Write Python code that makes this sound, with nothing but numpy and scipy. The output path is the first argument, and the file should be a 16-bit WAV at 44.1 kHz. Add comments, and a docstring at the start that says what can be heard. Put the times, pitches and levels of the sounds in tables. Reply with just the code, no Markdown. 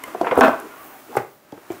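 """A small hard room with a tiled floor: a cardboard box is shoved aside, knocks, drops flat, judders and
slides away with a soft hiss. A hand lets go of it with a slap, then taps and lifts a second box.
Each knock is a ringing panel over a crunch of corrugated board; edges tick and pushed-out air thumps.
Stick-slip friction shakes the box into a scrape, a palm rubs the lid and glossy card squeaks faintly.
The room answers with two near echoes and a short tail, over a quiet, steady background."""
import sys
import numpy as np
from scipy import signal
from scipy.fft import rfft, irfft
from scipy.io import wavfile
from scipy.ndimage import uniform_filter1d, minimum_filter1d

SR = 44100
rng = np.random.default_rng(int(sys.argv[2]) if len(sys.argv) > 2 else 0)


def put_to_file(sound):
    """Save the sound as 16-bit audio at rate SR, in the file named by the first command-line argument."""
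    columns = np.atleast_2d(sound).T  # one column per channel
    safe = np.clip(columns, -1, 1)
    whole_steps = np.round(safe * 32767)
    wavfile.write(sys.argv[1], SR, whole_steps.astype(np.int16))


N = 79380
HIT_SAMPLES, FLEX_S = SR // 4, 0.0012  # length of one hit; attack of a flexing panel


def amp(db):
    """Decibels to linear gain."""
    return 10 ** (np.asarray(db) / 20)


def unit_rms(x):
    """Scales x to rms 1."""
    return x / np.sqrt(np.mean(x ** 2) + 1e-20)


def value_at(points, hz):
    """Reads a curve along a log-frequency axis."""
    freqs, values = np.transpose(points)
    return np.interp(np.log(hz + 1), np.log(freqs + 1), values)


def fader(curve):
    """Gain over the whole scene from (time [s], level [dB]) points."""
    return amp(np.interp(np.arange(N) / SR, *np.transpose(curve)))


def add(mix, start_s, sound):
    """Mixes a sound in at its start time."""
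    part = mix[max(round(start_s * SR), 0):][:len(sound)]
    part += sound[:len(part)]


def shaped(x, gains):
    """Applies one gain per spectral bin."""
    return irfft(rfft(x) * gains, len(x))


def coloured(x, colour):
    """Equalises x with (frequency [Hz], gain [dB]) points, at rms 1."""
    hz = np.fft.rfftfreq(len(x), 1 / SR)
    return unit_rms(shaped(x, amp(value_at(colour, hz))))


def octaves_from(hz, size):
    """Distance of each spectral bin from hz."""
    return abs(np.log2((np.fft.rfftfreq(size, 1 / SR) + 1) / hz))


def decay(t, t60):
    """Envelope that falls 60 dB in t60 seconds."""
    return np.exp(-np.log(1000) * t / t60)


def friction(catches_per_s, spread_db, catch_share):
    """Separate catches of uneven size over an even rub."""
    sizes = amp(spread_db * np.minimum(rng.exponential(1, N), 4)) * rng.choice([-1, 1], N)
    catches = unit_rms(sizes * (rng.random(N) < catches_per_s / SR))
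    return catch_share * catches + (1 - catch_share) * rng.standard_normal(N)


def slide():
    """Card glides over tile and skin: a grainy murmur of the box, a fine hiss and a fizz on top."""
    # swell of each friction layer (time [s], level [dB])
    murmur_level = [(0, -42), (0.12, -41.5), (0.35, -38.5), (0.6, -43.5), (0.78, -44), (0.95, -45.5),
                    (1.05, -50.5), (1.13, -44), (1.2, -43.5), (1.3, -99), (1.45, -57.5), (1.56, -52),
                    (1.67, -49), (1.8, -45.5)]
    hiss_level = [(0, -70), (0.078, -45.5), (0.18, -61), (0.33, -69), (0.42, -32), (0.52, -47.5),
                  (0.7, -53.5), (0.851, -72), (1.0, -51), (1.11, -51.5), (1.17, -44), (1.27, -54.5),
                  (1.47, -60), (1.57, -55.5), (1.672, -55), (1.73, -45), (1.8, -54)]
    fizz_level = [(0.5, -78), (0.68, -54), (0.85, -42), (1.02, -49), (1.15, -57), (1.35, -55.5), (1.5, -82)]
    # tone of each friction layer (frequency [Hz], gain [dB])
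    murmur_eq = [(40, -11), (120, -11.5), (190, -7), (280, 6), (500, -1), (800, 1), (1200, 2), (1700, -3.5),
                 (2700, -8.5), (4000, -18), (16000, -20)]
    hiss_eq = [(1000, 2.5), (3000, -1.5), (7000, -2.5), (11000, -3.5), (15500, 2)]
    fizz_eq = [(5000, -19), (10000, -10), (13000, -6), (15300, 0.5)]
    out = np.zeros(N)
    for eq, level in [(murmur_eq, murmur_level), (hiss_eq, hiss_level), (fizz_eq, fizz_level)]:
        grains = friction(catches_per_s=1500, spread_db=3.5, catch_share=0.36)
        out += coloured(grains, eq) * fader(level)
    return out


def panel_ring(pitch_hz, tilt_db):
    """A struck panel flexes and rings briefly; it radiates little far below its pitch."""
    # modes of a box panel (multiple of its pitch, level [dB], t60 [s])
    modes = [(1, 1, 0.066), (1.47, -14.5, 0.09), (2.02, 3, 0.045), (2.9, -6.5, 0.037), (4.1, -17.5, 0.028)]
    t = np.arange(HIT_SAMPLES) / SR
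    gains = np.array([amp(db + tilt_db * np.log2(ratio)) for ratio, db, _ in modes])
    ring = sum(gain * decay(t, t60) * np.sin(2 * np.pi * ratio * pitch_hz * t)
               for gain, (ratio, _, t60) in zip(gains, modes))
    attack = 1 - np.exp(-(t / FLEX_S) ** 2)
    low_cut = signal.butter(2, 0.44 * pitch_hz, "highpass", fs=SR, output="sos")
    return signal.sosfilt(low_cut, ring * attack / np.linalg.norm(gains))


def board_crunch(corner_hz, t60, attack_s=0.00094, rolloff_order=3.86):
    """Corrugated board crunches under a blow: a noise burst, dulled above its corner."""
    # tone of crunching board (frequency [Hz], gain [dB])
    board_eq = [(30, -41), (100, -32), (200, -9), (255, 0), (700, 0.5), (1300, -4.5), (2200, -4.5),
                (4000, -11), (8000, -10), (16000, -24)]
    t, hz = np.arange(HIT_SAMPLES) / SR, np.fft.rfftfreq(HIT_SAMPLES, 1 / SR)
    high_cut = 1 / np.hypot(1, (hz / corner_hz) ** rolloff_order)
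    noise = shaped(rng.standard_normal(HIT_SAMPLES), high_cut)
    return coloured(noise, board_eq) * decay(t, t60) * (1 - np.exp(-t / attack_s))


def knocks():
    """Each blow on the cardboard rings a panel and crunches the board at once."""
    # blows on the boxes (time [s], ring level [dB], panel pitch [Hz], mode tilt [dB/octave],
    # crunch level [dB], crunch corner [Hz], crunch t60 [s])
    blows = [(0.0377, -22.5, 1032, 3.5, -32, 3000, .05), (0.076, -34, 413, 19, -31.5, 1700, 0.11),
             (0.1468, -14.5, 359.4, 5, -25, 940, 0.11), (0.2108, -3.5, 339, 2.5, -32.5, 885, 0.063),
             (0.228, -13.5, 252, 7, -20.5, 804, 0.082), (0.245, -36, 424, 8, -23, 1790, 0.23),
             (0.268, -8.5, 465.6, 7.5, -21.5, 2550, 0.11), (0.3109, -10, 518, 15, -15.5, 2780, 0.054),
             (0.319, -6.5, 507, -7, -17, 1360, 0.18), (0.3742, -1, 240.2, 7, -6, 1100, 0.032),
             (0.388, -4.5, 410, -17, -8.5, 1210, 0.035), (0.409, 7.5, 336, 6.5, 3, 2370, 0.029),
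             (0.4289, -10, 420, 14, -8, 1440, 0.12), (0.480, -7, 274, 6, -12, 1700, 0.051),
             (0.536, -16.5, 331, 5.5, -25, 900, 0.067), (1.152, -15.5, 409, 3, -35, 1400, 0.062),
             (1.1677, -10, 395.3, -2.5, -15, 1950, 0.087), (1.524, -26, 292, -5, -34, 810, 0.12),
             (1.576, -37, 472, -14, -34, 1500, 0.035), (1.702, -15, 355, -15, -35, 2800, 0.11),
             (1.717, -25.5, 341, 7, -40.5, 2040, 0.17)]
    out = np.zeros(N)
    for start_s, ring_db, pitch_hz, tilt_db, crunch_db, corner_hz, t60 in blows:
        add(out, start_s, amp(ring_db) * panel_ring(pitch_hz, tilt_db))
        add(out, start_s, amp(crunch_db) * board_crunch(corner_hz, t60))
    return out


def ticks(fall_db_per_octave=10):
    """Edges and nails click: snaps of noise that fall away either side of their brightest frequency."""
    # sharp contacts (time [s], level [dB], t60 [s], brightest frequency [Hz])
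    contacts = [(0.0378, -24.5, 0.011, 9300), (0.2133, -34, 0.026, 3150), (0.356, -38, .03, 11250),
                (0.3746, -35.5, 0.24, 9600), (0.409, -10, 0.013, 3480), (0.481, -36.5, 0.035, 4900),
                (0.6, -31, 0.014, 10800), (1.1668, -30, 0.026, 10300), (1.171, -32.5, 0.029, 4960),
                (1.522, -45, 0.032, 2880), (1.72, -35.5, 0.0067, 8200)]
    out, t = np.zeros(N), np.arange(HIT_SAMPLES) / SR
    for start_s, db, t60, hz in contacts:
        peak = amp(-fall_db_per_octave * octaves_from(hz, HIT_SAMPLES))
        snap = unit_rms(shaped(rng.standard_normal(HIT_SAMPLES), peak))
        add(out, start_s, amp(db) * snap * decay(t, t60))
    return out


def scrape(low_hz=170, high_hz=3500):
    """The box edge sticks and slips on the tiles and shakes the whole box."""
    # force of the judder (time [s], level [dB])
    force = [(0.31, -52), (0.34, -48), (0.37, -16.5), (0.405, -29), (0.416, 1), (0.445, -15),
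             (0.468, -18.5), (0.5, -29), (0.56, -35), (0.62, -42.5)]
    # resonances of the whole box (frequency [Hz], bandwidth [Hz], level [dB])
    resonances = [(255, 27, -7.5), (429, 67, -6.5), (642, 20.4, -5.5), (779, 48, -6), (1024, 210, -1.5),
                  (1354, 66, -7.5), (1519, 64, -4), (1650, 670, -10.5), (2480, 170, -15),
                  (3430, 1200, -16.5)]
    t, scene_t = np.arange(HIT_SAMPLES) / SR, np.arange(N) / SR
    touching = (scene_t > force[0][0]) & (scene_t < force[-1][0])
    slips = friction(catches_per_s=900, spread_db=4.5, catch_share=0.79) * fader(force) * touching
    body = np.zeros(HIT_SAMPLES)
    for k, (hz, width_hz, db) in enumerate(resonances):
        envelope = amp(db) * np.sqrt(width_hz) * np.exp(-np.pi * width_hz * t)
        body += (-1) ** k * envelope * np.sin(2 * np.pi * hz * t)  # modes alternate in polarity
    body = signal.sosfilt(signal.butter(2, (low_hz, high_hz), "bandpass", fs=SR, output="sos"), body)
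    return signal.fftconvolve(slips, body / np.linalg.norm(body))[:N]


def thumps():
    """A box falling flat pushes out air in a low, quickly dying tone."""
    # puffs of air (time [s], level [dB], pitch [Hz], t60 [s])
    puffs = [(0.378, -29.5, 85, 0.25), (0.48, -30, 155, .08), (1.168, -26, 126.3, 0.15),
             (1.524, -37.5, 120, 0.068), (1.703, -41.5, 114, 0.14)]
    out, t = np.zeros(N), np.arange(HIT_SAMPLES) / SR
    attack = 1 - np.exp(-t / FLEX_S)
    for start_s, db, hz, t60 in puffs:
        add(out, start_s, amp(db) * np.sin(2 * np.pi * hz * t) * decay(t, t60) * attack)
    return out


def palm_rubs(width_octaves=0.33):
    """A palm pushes on the lid: dull swells of narrow-band noise."""
    # soft pushes (time [s], length [s], level [dB], band centre [Hz])
    pushes = [(0.621, 0.06, -34.5, 330), (1.081, 0.053, -39.5, 360), (1.118, 0.036, -37, 760)]
    out = np.zeros(N)
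    for start_s, length_s, db, hz in pushes:
        size = int(length_s * SR)
        band = np.exp(-(octaves_from(hz, size) / width_octaves) ** 2 / 2)
        rub = unit_rms(shaped(rng.standard_normal(size), band))
        add(out, start_s, amp(db) * rub * np.sqrt(np.hanning(size)))
    return out


def squeaks(waver_depth=0.033, waver_cutoff_hz=149):
    """Glossy card sings on the tile with a wavering pitch where its slipping turns regular."""
    # faint squeaks (time [s], length [s], level [dB], start pitch [Hz], end pitch [Hz])
    glides = [(0.7, 0.073, -41.5, 1388, 1402), (0.762, 0.089, -42, 1077, 1185),
              (0.911, 0.092, -47, 797, 781)]
    out, smoothing = np.zeros(N), signal.butter(2, waver_cutoff_hz, fs=SR)
    for start_s, length_s, db, start_hz, end_hz in glides:
        size = int(length_s * SR)
        waver = unit_rms(signal.lfilter(*smoothing, rng.standard_normal(size)))
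        pitch_hz = np.linspace(start_hz, end_hz, size) * (1 + waver_depth * waver)
        tone = np.sin(2 * np.pi * np.cumsum(pitch_hz) / SR)
        add(out, start_s, amp(db) * tone * np.sqrt(np.hanning(size)))
    return out


def room_tail(build_s=0.012):
    """A diffuse reverb tail whose treble dies first."""
    # decay of the room (frequency [Hz], t60 [s])
    reverb_times = [(100, 0.3), (300, 0.3), (1000, 0.35), (3000, 0.31), (8000, 0.2), (16000, 0.21)]
    hz, t, spectra = signal.stft(rng.standard_normal(SR), SR, nperseg=256)
    tail = signal.istft(spectra * decay(t, value_at(reverb_times, hz)[:, None]), SR, nperseg=256)[1]
    tail *= 1 - np.exp(-(np.arange(len(tail)) / SR / build_s) ** 2)
    return tail / np.linalg.norm(tail)


def room(x, tail_count=3, wet_db=-11.5, crossfade_s=0.035):
    """Two near echoes, then a short reverb, crossfaded among noise tails so that no one pitch rings."""
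    # reflections off the floor and a nearby body (delay [s], level [dB])
    echoes = [(.0062, -22.5), (0.0205, -26)]
    out, turn = x.copy(), np.arange(N) / SR / crossfade_s
    for k in range(tail_count):
        send = np.sqrt(2 / tail_count) * np.cos(np.pi * (turn + k / tail_count))
        out += amp(wet_db) * signal.fftconvolve(x * send, room_tail())[:N]
    for delay_s, db in echoes:
        add(out, delay_s, amp(db) * x)
    return out


def room_tone(level_db=-56):
    """A quiet, steady bed of dark noise."""
    # tone of the background (frequency [Hz], gain [dB])
    background_eq = [(18, -68), (30, -32), (145, -4), (415, -6), (499, -10.5), (616, 3), (684, -9),
                     (1390, -12), (14800, -42.5), (16000, -50)]
    return amp(level_db) * coloured(rng.standard_normal(N), background_eq)


def scene():
    """All the box sounds play into the room, over its background, in mono."""
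    boxes = knocks() + ticks() + scrape() + thumps() + palm_rubs() + squeaks() + slide()
    return (room(boxes) + room_tone())[None]


def record(dry, low_cut_hz=48, ceiling=0.94, hold_s=0.0094, high_cut_hz=15700):
    """The microphone loses deep bass, a limiter holds the loudest peaks and the top treble is cut."""
    x = signal.sosfilt(signal.butter(4, low_cut_hz, "highpass", fs=SR, output="sos"), dry)
    hold = int(hold_s * SR)
    needed_gain = ceiling / np.maximum(abs(x), ceiling)
    smooth_gain = uniform_filter1d(minimum_filter1d(needed_gain, hold), hold)
    high_cut = signal.firwin(1023, high_cut_hz, window=("kaiser", 8), fs=SR)
    return signal.oaconvolve(x * smooth_gain, high_cut[None], "same")


dry = scene()
out = record(dry)
put_to_file(out)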